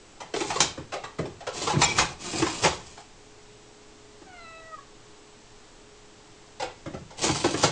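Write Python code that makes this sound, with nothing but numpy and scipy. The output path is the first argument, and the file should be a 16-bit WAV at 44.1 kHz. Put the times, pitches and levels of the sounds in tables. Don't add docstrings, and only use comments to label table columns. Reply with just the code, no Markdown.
import sys
import numpy as np
from scipy import signal
from scipy.fft import rfft, irfft
from scipy.io import wavfile
from scipy.ndimage import uniform_filter1d

SR = 44100
rng = np.random.default_rng(int(sys.argv[2]) if len(sys.argv) > 2 else 0)


def inscribe(sig):
    pcm = np.round(np.clip(np.atleast_2d(sig).T, -1, 1) * 32767)
    wavfile.write(sys.argv[1], SR, pcm.astype(np.int16))


N = 340011
TIME = np.arange(N) / SR
AGE = TIME[:SR // 2]

# start in seconds, level in dB, weight 0-1, contact in seconds.
SLAPS = [(0.604, -23, .35, 0.0009), (1.816, -20.5, 0, 0.0039), (1.985, -20, 0, 0.0047),
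         (2.638, -19, 0.66, 0.0085), (7.635, -20, 0.93, 0.003)]


def plucks():
    # start in seconds, level in dB, weight 0-1, hollow pitch in Hz.
    events = [(0.203, -34, 0.67, 690), (0.502, -24.5, .1, 840), (0.557, -25, 0.68, 1180),
              (0.921, -32, 0.85, 720), (0.934, -30, 0.86, 620), (1.037, -32.5, 0.42, 1300),
              (1.404, -41, 0.97, 810), (1.468, -29, 1, 535), (1.67, -22.5, 0.61, 1020),
              (1.692, -23, 0.4, 880), (2.464, -25, .3, 915), (2.974, -41.5, 0.63, 760),
              (6.598, -29.5, .8, 600), (6.621, -28, 0.88, 590), (7.105, -43.5, 0.73, 800),
              (7.349, -31.5, 0.4, 510)]
    # low and high edge in Hz, dB when light, dB added at full weight.
    colour = [(70, 250, -18.5, -5), (410, 704, -21.5, 19.5), (694, 2450, -4.5, -1.5),
              (2530, 10400, -12.5, 2)]
    return hollow_blows(events, colour, contact_s=0.0033, padding_s=0.0008, snap_db=-11.5,
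                        hollow_db=2, hollow_q=4, door_db=-3.5, wet_db=2)


def knocks():
    # start in seconds, level in dB, weight 0-1, hollow pitch in Hz.
    events = [(0.338, -23, 0.08, 435), (0.361, -26, 0, 413), (0.404, -21.5, 0, 384),
              (0.774, -30, 0.73, 313), (1.186, -22, 0.78, 365), (1.254, -31.5, 0.4, 332),
              (1.732, -21.5, 0.8, 407), (1.755, -24.5, 1, 298), (1.786, -26, 0.34, 306),
              (2.333, -26, 0.75, 300), (2.396, -25, .75, 280), (2.420, -16, .35, 315),
              (4.215, -42.5, .7, 330), (6.858, -28.5, 0.76, 323), (6.937, -30, 0.78, 315),
              (7.287, -18.5, 0.73, 335), (7.441, -13.5, 0.34, 328), (7.539, -20.5, 0.63, 327)]
    # low and high edge in Hz, dB when light, dB added at full weight.
    colour = [(75, 217, -30, 27), (220, 735, -6.5, -0.5), (710, 2500, -11.5, -3.5), (2500, 11000, -13, -14)]
    return hollow_blows(events, colour, contact_s=0.0024, padding_s=0.0014, snap_db=-13.5,
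                        hollow_db=9, hollow_q=2.8, door_db=-3, wet_db=0.5)


def slaps(snap_db=-12, door_db=-5, wet_db=-1, crack_db=9, crack_s=0.00088):
    # low and high edge in Hz, dB when light, dB added at full weight.
    colour = [(25, 213, -17.5, 9.5), (220, 715, -11.5, 12), (693, 2770, 0, -1.5), (2480, 10200, -3.5, -2.5)]
    out = np.zeros(N)
    for start_s, level_db, weight, contact_s in SLAPS:
        bands = weighted(colour, level_db, weight)
        bands[-1, -1] += crack_db * crack_s / max(contact_s, crack_s)
        add(out, start_s, blow(bands, contact_s, snap_db, door(door_db), wet_db))
    return out


def hollow_blows(events, colour, contact_s, padding_s, snap_db, hollow_db, hollow_q, door_db, wet_db):
    out = np.zeros(N)
    for start_s, level_db, weight, hz in events:
        resonances = door(door_db) + [(hz, hz / hollow_q, hollow_db)]
        bands = weighted(colour, level_db, weight)
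        add(out, start_s, blow(bands, contact_s + weight * padding_s, snap_db, resonances, wet_db))
    return out


def blow(bands, contact_s, snap_db, resonances, wet_db):
    # frequency in Hz, level in dB.
    spectrum = [(25, -5), (90, -1.5), (165, 2.5), (235, -8), (320, 2), (1150, 0), (2000, -3), (5000, -7.5),
                (7400, -10.5), (8800, -19), (10200, -47.5)]
    push = AGE / max(contact_s, 1 / SR)
    force = grains(len(AGE), 9000, 0.82) * push * np.exp(-push)
    force = force / np.linalg.norm(force)
    force[0] += amp(snap_db)
    struck = through(force, body(spectrum, resonances))
    sound = through(struck, hallway(tail_db=wet_db))
    parts = [(band(sound, lo, hi), db) for lo, hi, db in bands]
    return sum(part * amp(db) / np.std(part[:SR // 30]) for part, db in parts)


def weighted(colour, level_db, weight):
    return np.array([(lo, hi, level_db + light_db + np.clip(weight, 0, 1) * heavy_db)
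                     for lo, hi, light_db, heavy_db in colour])


def door(coupling_db):
    # frequency in Hz, width in Hz, lift in dB.
    modes = [(84, 12.4, 5), (142.5, 8.1, -2), (306, 11, -3), (533, 18, 2), (842, 78, 2), (1100, 71, -0.5),
             (1323, 43, -0.5)]
    return [(hz, width_hz, db + coupling_db) for hz, width_hz, db in modes]


def dragging(hiss_db=-1.5, rumble_db=-1, judder_db=2, swell_db=4.5, skid_rise_s=0.015):
    # frequency in Hz, level in dB.
    hiss_spectrum = [(500, -34), (1200, -14.5), (2400, -5), (3600, -4.5), (7400, -3), (8900, -12),
                     (10200, -40.5)]
    rumble_spectrum = [(30, -20.5), (150, -1.5), (230, -7.5), (330, 0), (620, -7.5), (1050, -4.5),
                       (1700, -23.5), (4000, -44.5)]
    # start in seconds, length in seconds, level in dB, rumble offset in dB.
    pulls = [(0.33, 0.22, -37.5, -3.5), (1.508, 0.22, -32.5, -2.5), (1.848, 0.092, -36, 0),
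             (2.174, 0.43, -33.5, -4), (2.757, 0.26, -52, -7.5), (7.153, 0.49, -33.5, -3.5),
             (7.196, 0.081, -24.5, -3)]
    judder = amp(judder_db * walk(70))
    hiss = through(grains(N, 2500, 0.99) * judder, body(hiss_spectrum))
    rumble = through(grains(N, 2000, 1) * judder, body(rumble_spectrum))
    out = np.zeros(N)
    for start_s, length_s, level_db, bass_db in pulls:
        room = hallway(early_db=-1, tail_db=-2.5)
        off_centre = np.clip(2 * (TIME - start_s) / length_s - 1, -1, 1)
        speed = stroke(TIME - start_s, length_s) * amp(level_db - swell_db * off_centre ** 2)
        out += speed * amp(hiss_db) * unit(through(hiss, room))
        out += speed * amp(rumble_db + bass_db) * unit(through(rumble, room))
    room = hallway(early_db=-2, tail_db=-1)
    for layer, skid_db, decay_s in ((hiss, -7.5, 0.054), (rumble, -9.5, 0.07)):
        speed = 0
        for land_s, level_db, *_ in SLAPS:
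            fade = np.maximum((land_s - TIME) / skid_rise_s, (TIME - land_s) / decay_s)
            speed += amp(level_db + skid_db) * np.exp(-fade)
        out += speed * unit(through(layer, room))
    return out


def stroke(age_s, length_s, attack_s=0.041, release_s=0.037):
    return np.clip(age_s / attack_s, 0, 1) ** 2 * np.exp(-np.maximum(age_s - length_s, 0) / release_s)


def hardware_ring():
    # frequency in Hz, relative level in dB, t60 in seconds.
    modes = [(820, -0.5, 0.3), (870, -2, 0.35), (2340, -9, 0.47), (2318, 2, 0.41), (2490, 1, 0.43),
             (3320, 2.5, 0.28), (4210, -11, 0.31), (5060, -7, 0.31), (5440, -5, 0.47), (5800, -8, 0.43),
             (6260, -4, 0.24), (7250, 6, 0.11)]
    return ringing(modes, start_s=1.82, level_db=-24.5, swell_s=0.024, rough_db=6)


def flap_squeak():
    return ringing([(4340, 0.01, 0.32)], start_s=0.503, level_db=-35, swell_s=0.0036, rough_db=7.5)


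def ringing(modes, start_s, level_db, swell_s, rough_db):
    ring = 0
    for hz, mode_db, t60_s in modes:
        flutter, sway = walk(160)[:len(AGE)], walk(60)[:len(AGE)]
        envelope = amp(mode_db + rough_db * flutter) * np.exp(-np.log(1000) * AGE / t60_s)
        ring += envelope * np.sin(2 * np.pi * hz * AGE + 0.5 * sway)
    out = np.zeros(N)
    add(out, start_s, amp(level_db) * ring * (1 - np.exp(-AGE / swell_s)))
    return out


def meow(gain_db=-1, jitter=0.0051, creak=0.039, shimmer_db=2, harmonics=7):
    # time in seconds, pitch in Hz, level in dB.
    contour = [(4.25, 822, -63), (4.274, 767, -50.5), (4.346, 708, -47), (4.472, 655, -48),
               (4.71, 644.3, -49.5), (4.744, 631, -37), (4.778, 587, -58), (4.788, 558, -40.5),
               (4.83, 552, -68)]
    # frequency in Hz, gain in dB.
    tract = [(550, -10), (660, -2), (780, -8.5), (1280, 2.5), (1500, -5), (2000, -4.5), (2650, -9),
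             (2850, -5), (3300, -22), (4100, -5.5), (4600, -27)]
    widest_s, closing_s, shut_db_per_harmonic = 4.525, 0.24, -4
    shut_hz, open_hz, width_hz, lift_db = 1100, 2630, 480, 9.5
    times_s, *columns = np.transpose(contour)
    pitch_hz, level_db = (np.interp(TIME, times_s, column) for column in columns)
    opening = np.cos(np.pi / 2 * np.clip((TIME - widest_s) / closing_s, -1, 1))
    centre_hz = shut_hz + (open_hz - shut_hz) * opening
    tilt_db = shut_db_per_harmonic * (1 - opening)
    slack = np.interp(pitch_hz, [560, 615], [1, 0])
    hz = pitch_hz * (1 + (jitter + creak * slack) * walk(120))
    phase = 2 * np.pi * np.cumsum(hz) / SR
    voice = power = 0
    for k in range(1, harmonics + 1):
        mouth_db = at(k * hz, tract) + lift_db / (1 + (2 * (k * hz - centre_hz) / width_hz) ** 2)
        gain = amp(mouth_db + k * tilt_db + shimmer_db * walk(20))
        voice += gain * np.sin(k * phase)
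        power += gain ** 2 / 2
    gate = uniform_filter1d(1.0 * ((TIME > times_s[0]) & (TIME < times_s[-1])), SR // 50)
    voice *= amp(level_db + gain_db) * gate / np.sqrt(power)
    return 0.55 * voice + 0.45 * through(voice, hallway())


def hallway(early_db=1, early_s=0.02, tail_db=0):
    # frequency in Hz, t60 in seconds.
    decays = [(80, 0.59), (210, 0.41), (560, 0.27), (1470, 0.34), (3880, 0.34), (9000, 0.19)]
    bands_hz, t60s_s = np.transpose(decays)
    hz = np.fft.rfftfreq(len(AGE), 1 / SR)
    noise = rfft(rng.standard_normal(len(AGE)))
    tail = 0
    for share, t60_s in zip(np.eye(len(decays)), t60s_s):
        part = irfft(noise * at(hz, np.c_[bands_hz, share]), len(AGE))
        tail += part * np.exp(-np.log(1000) * AGE / t60_s)
    early = grains(len(AGE), 6000, 0.8) * np.exp(-AGE / early_s)
    impulse = (amp(early_db) * unit(early) + amp(tail_db) * unit(tail)) / np.sqrt(len(AGE))
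    impulse[0] += 1
    return impulse


def background(noise_db=-51.34, waver_db=2.5):
    # frequency in Hz, relative level in dB.
    spectrum = [(25, 4.5), (52, -9), (70, -8.5), (115, -5), (150, -10.5), (330, -6.5), (600, -12),
                (850, -11.5), (1600, -17), (7600, -20), (9000, -31), (10200, -54)]
    # frequency in Hz, rms level in dB.
    hum_tones = [(118.4, -69.5), (315, -70), (419.7, -60.5), (7860, -75)]
    out = amp(noise_db) * unit(through(rng.standard_normal(N), body(spectrum)))
    for hz, db in hum_tones:
        peak = np.sqrt(2) * amp(db + waver_db * walk(5))
        out += peak * np.sin(2 * np.pi * hz * TIME + 0.44 * walk(5.2))
    return out


def body(spectrum, resonances=(), size=8192):
    hz = np.fft.rfftfreq(size, 1 / SR)
    gain = amp(at(hz, spectrum))
    for centre_hz, width_hz, db in resonances:
        gain *= np.hypot(1, amp(db) * 2 / np.hypot(1, 2 * (hz - centre_hz) / width_hz))
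    cepstrum = irfft(np.log(gain))
    cepstrum[1:size // 2] *= 2
    cepstrum[size // 2 + 1:] = 0
    return irfft(np.exp(rfft(cepstrum)))


def grains(n, rate_hz, spread_db):
    impulses = (rng.random(n) < rate_hz / SR) * rng.standard_normal(n)
    return unit(impulses * amp(spread_db * np.minimum(rng.exponential(size=n), 4)))


def walk(rate_hz):
    hold = int(SR / rate_hz)
    steps = np.repeat(rng.standard_normal(N // hold + 1), hold)
    return unit(uniform_filter1d(steps, hold)[:N])


def band(x, lo_hz, hi_hz):
    return signal.sosfilt(signal.butter(3, [lo_hz, hi_hz], "band", fs=SR, output="sos"), x)


def at(hz, points):
    points_hz, values = np.transpose(points)
    return np.interp(np.log(hz + 1), np.log(points_hz), values)


def through(x, impulse):
    return signal.fftconvolve(x, impulse)[:len(x)]


def add(out, start_s, x):
    i = int(start_s * SR)
    out[i:i + len(x)] += x[:N - i]


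def unit(x):
    return x / np.sqrt(np.mean(x ** 2))


def amp(db):
    return 10 ** (np.asarray(db) / 20)


def scene():
    struggle = plucks() + knocks() + hardware_ring() + flap_squeak() + slaps() + dragging()
    return (struggle + meow() + background())[None]


def record(dry, ceiling=0.85, top_hz=10200):
    rounded = ceiling * np.tanh(dry / ceiling)
    return signal.sosfilt(signal.ellip(8, 0.2, 70, top_hz, fs=SR, output="sos"), rounded)


dry = scene()
out = record(dry)
inscribe(out)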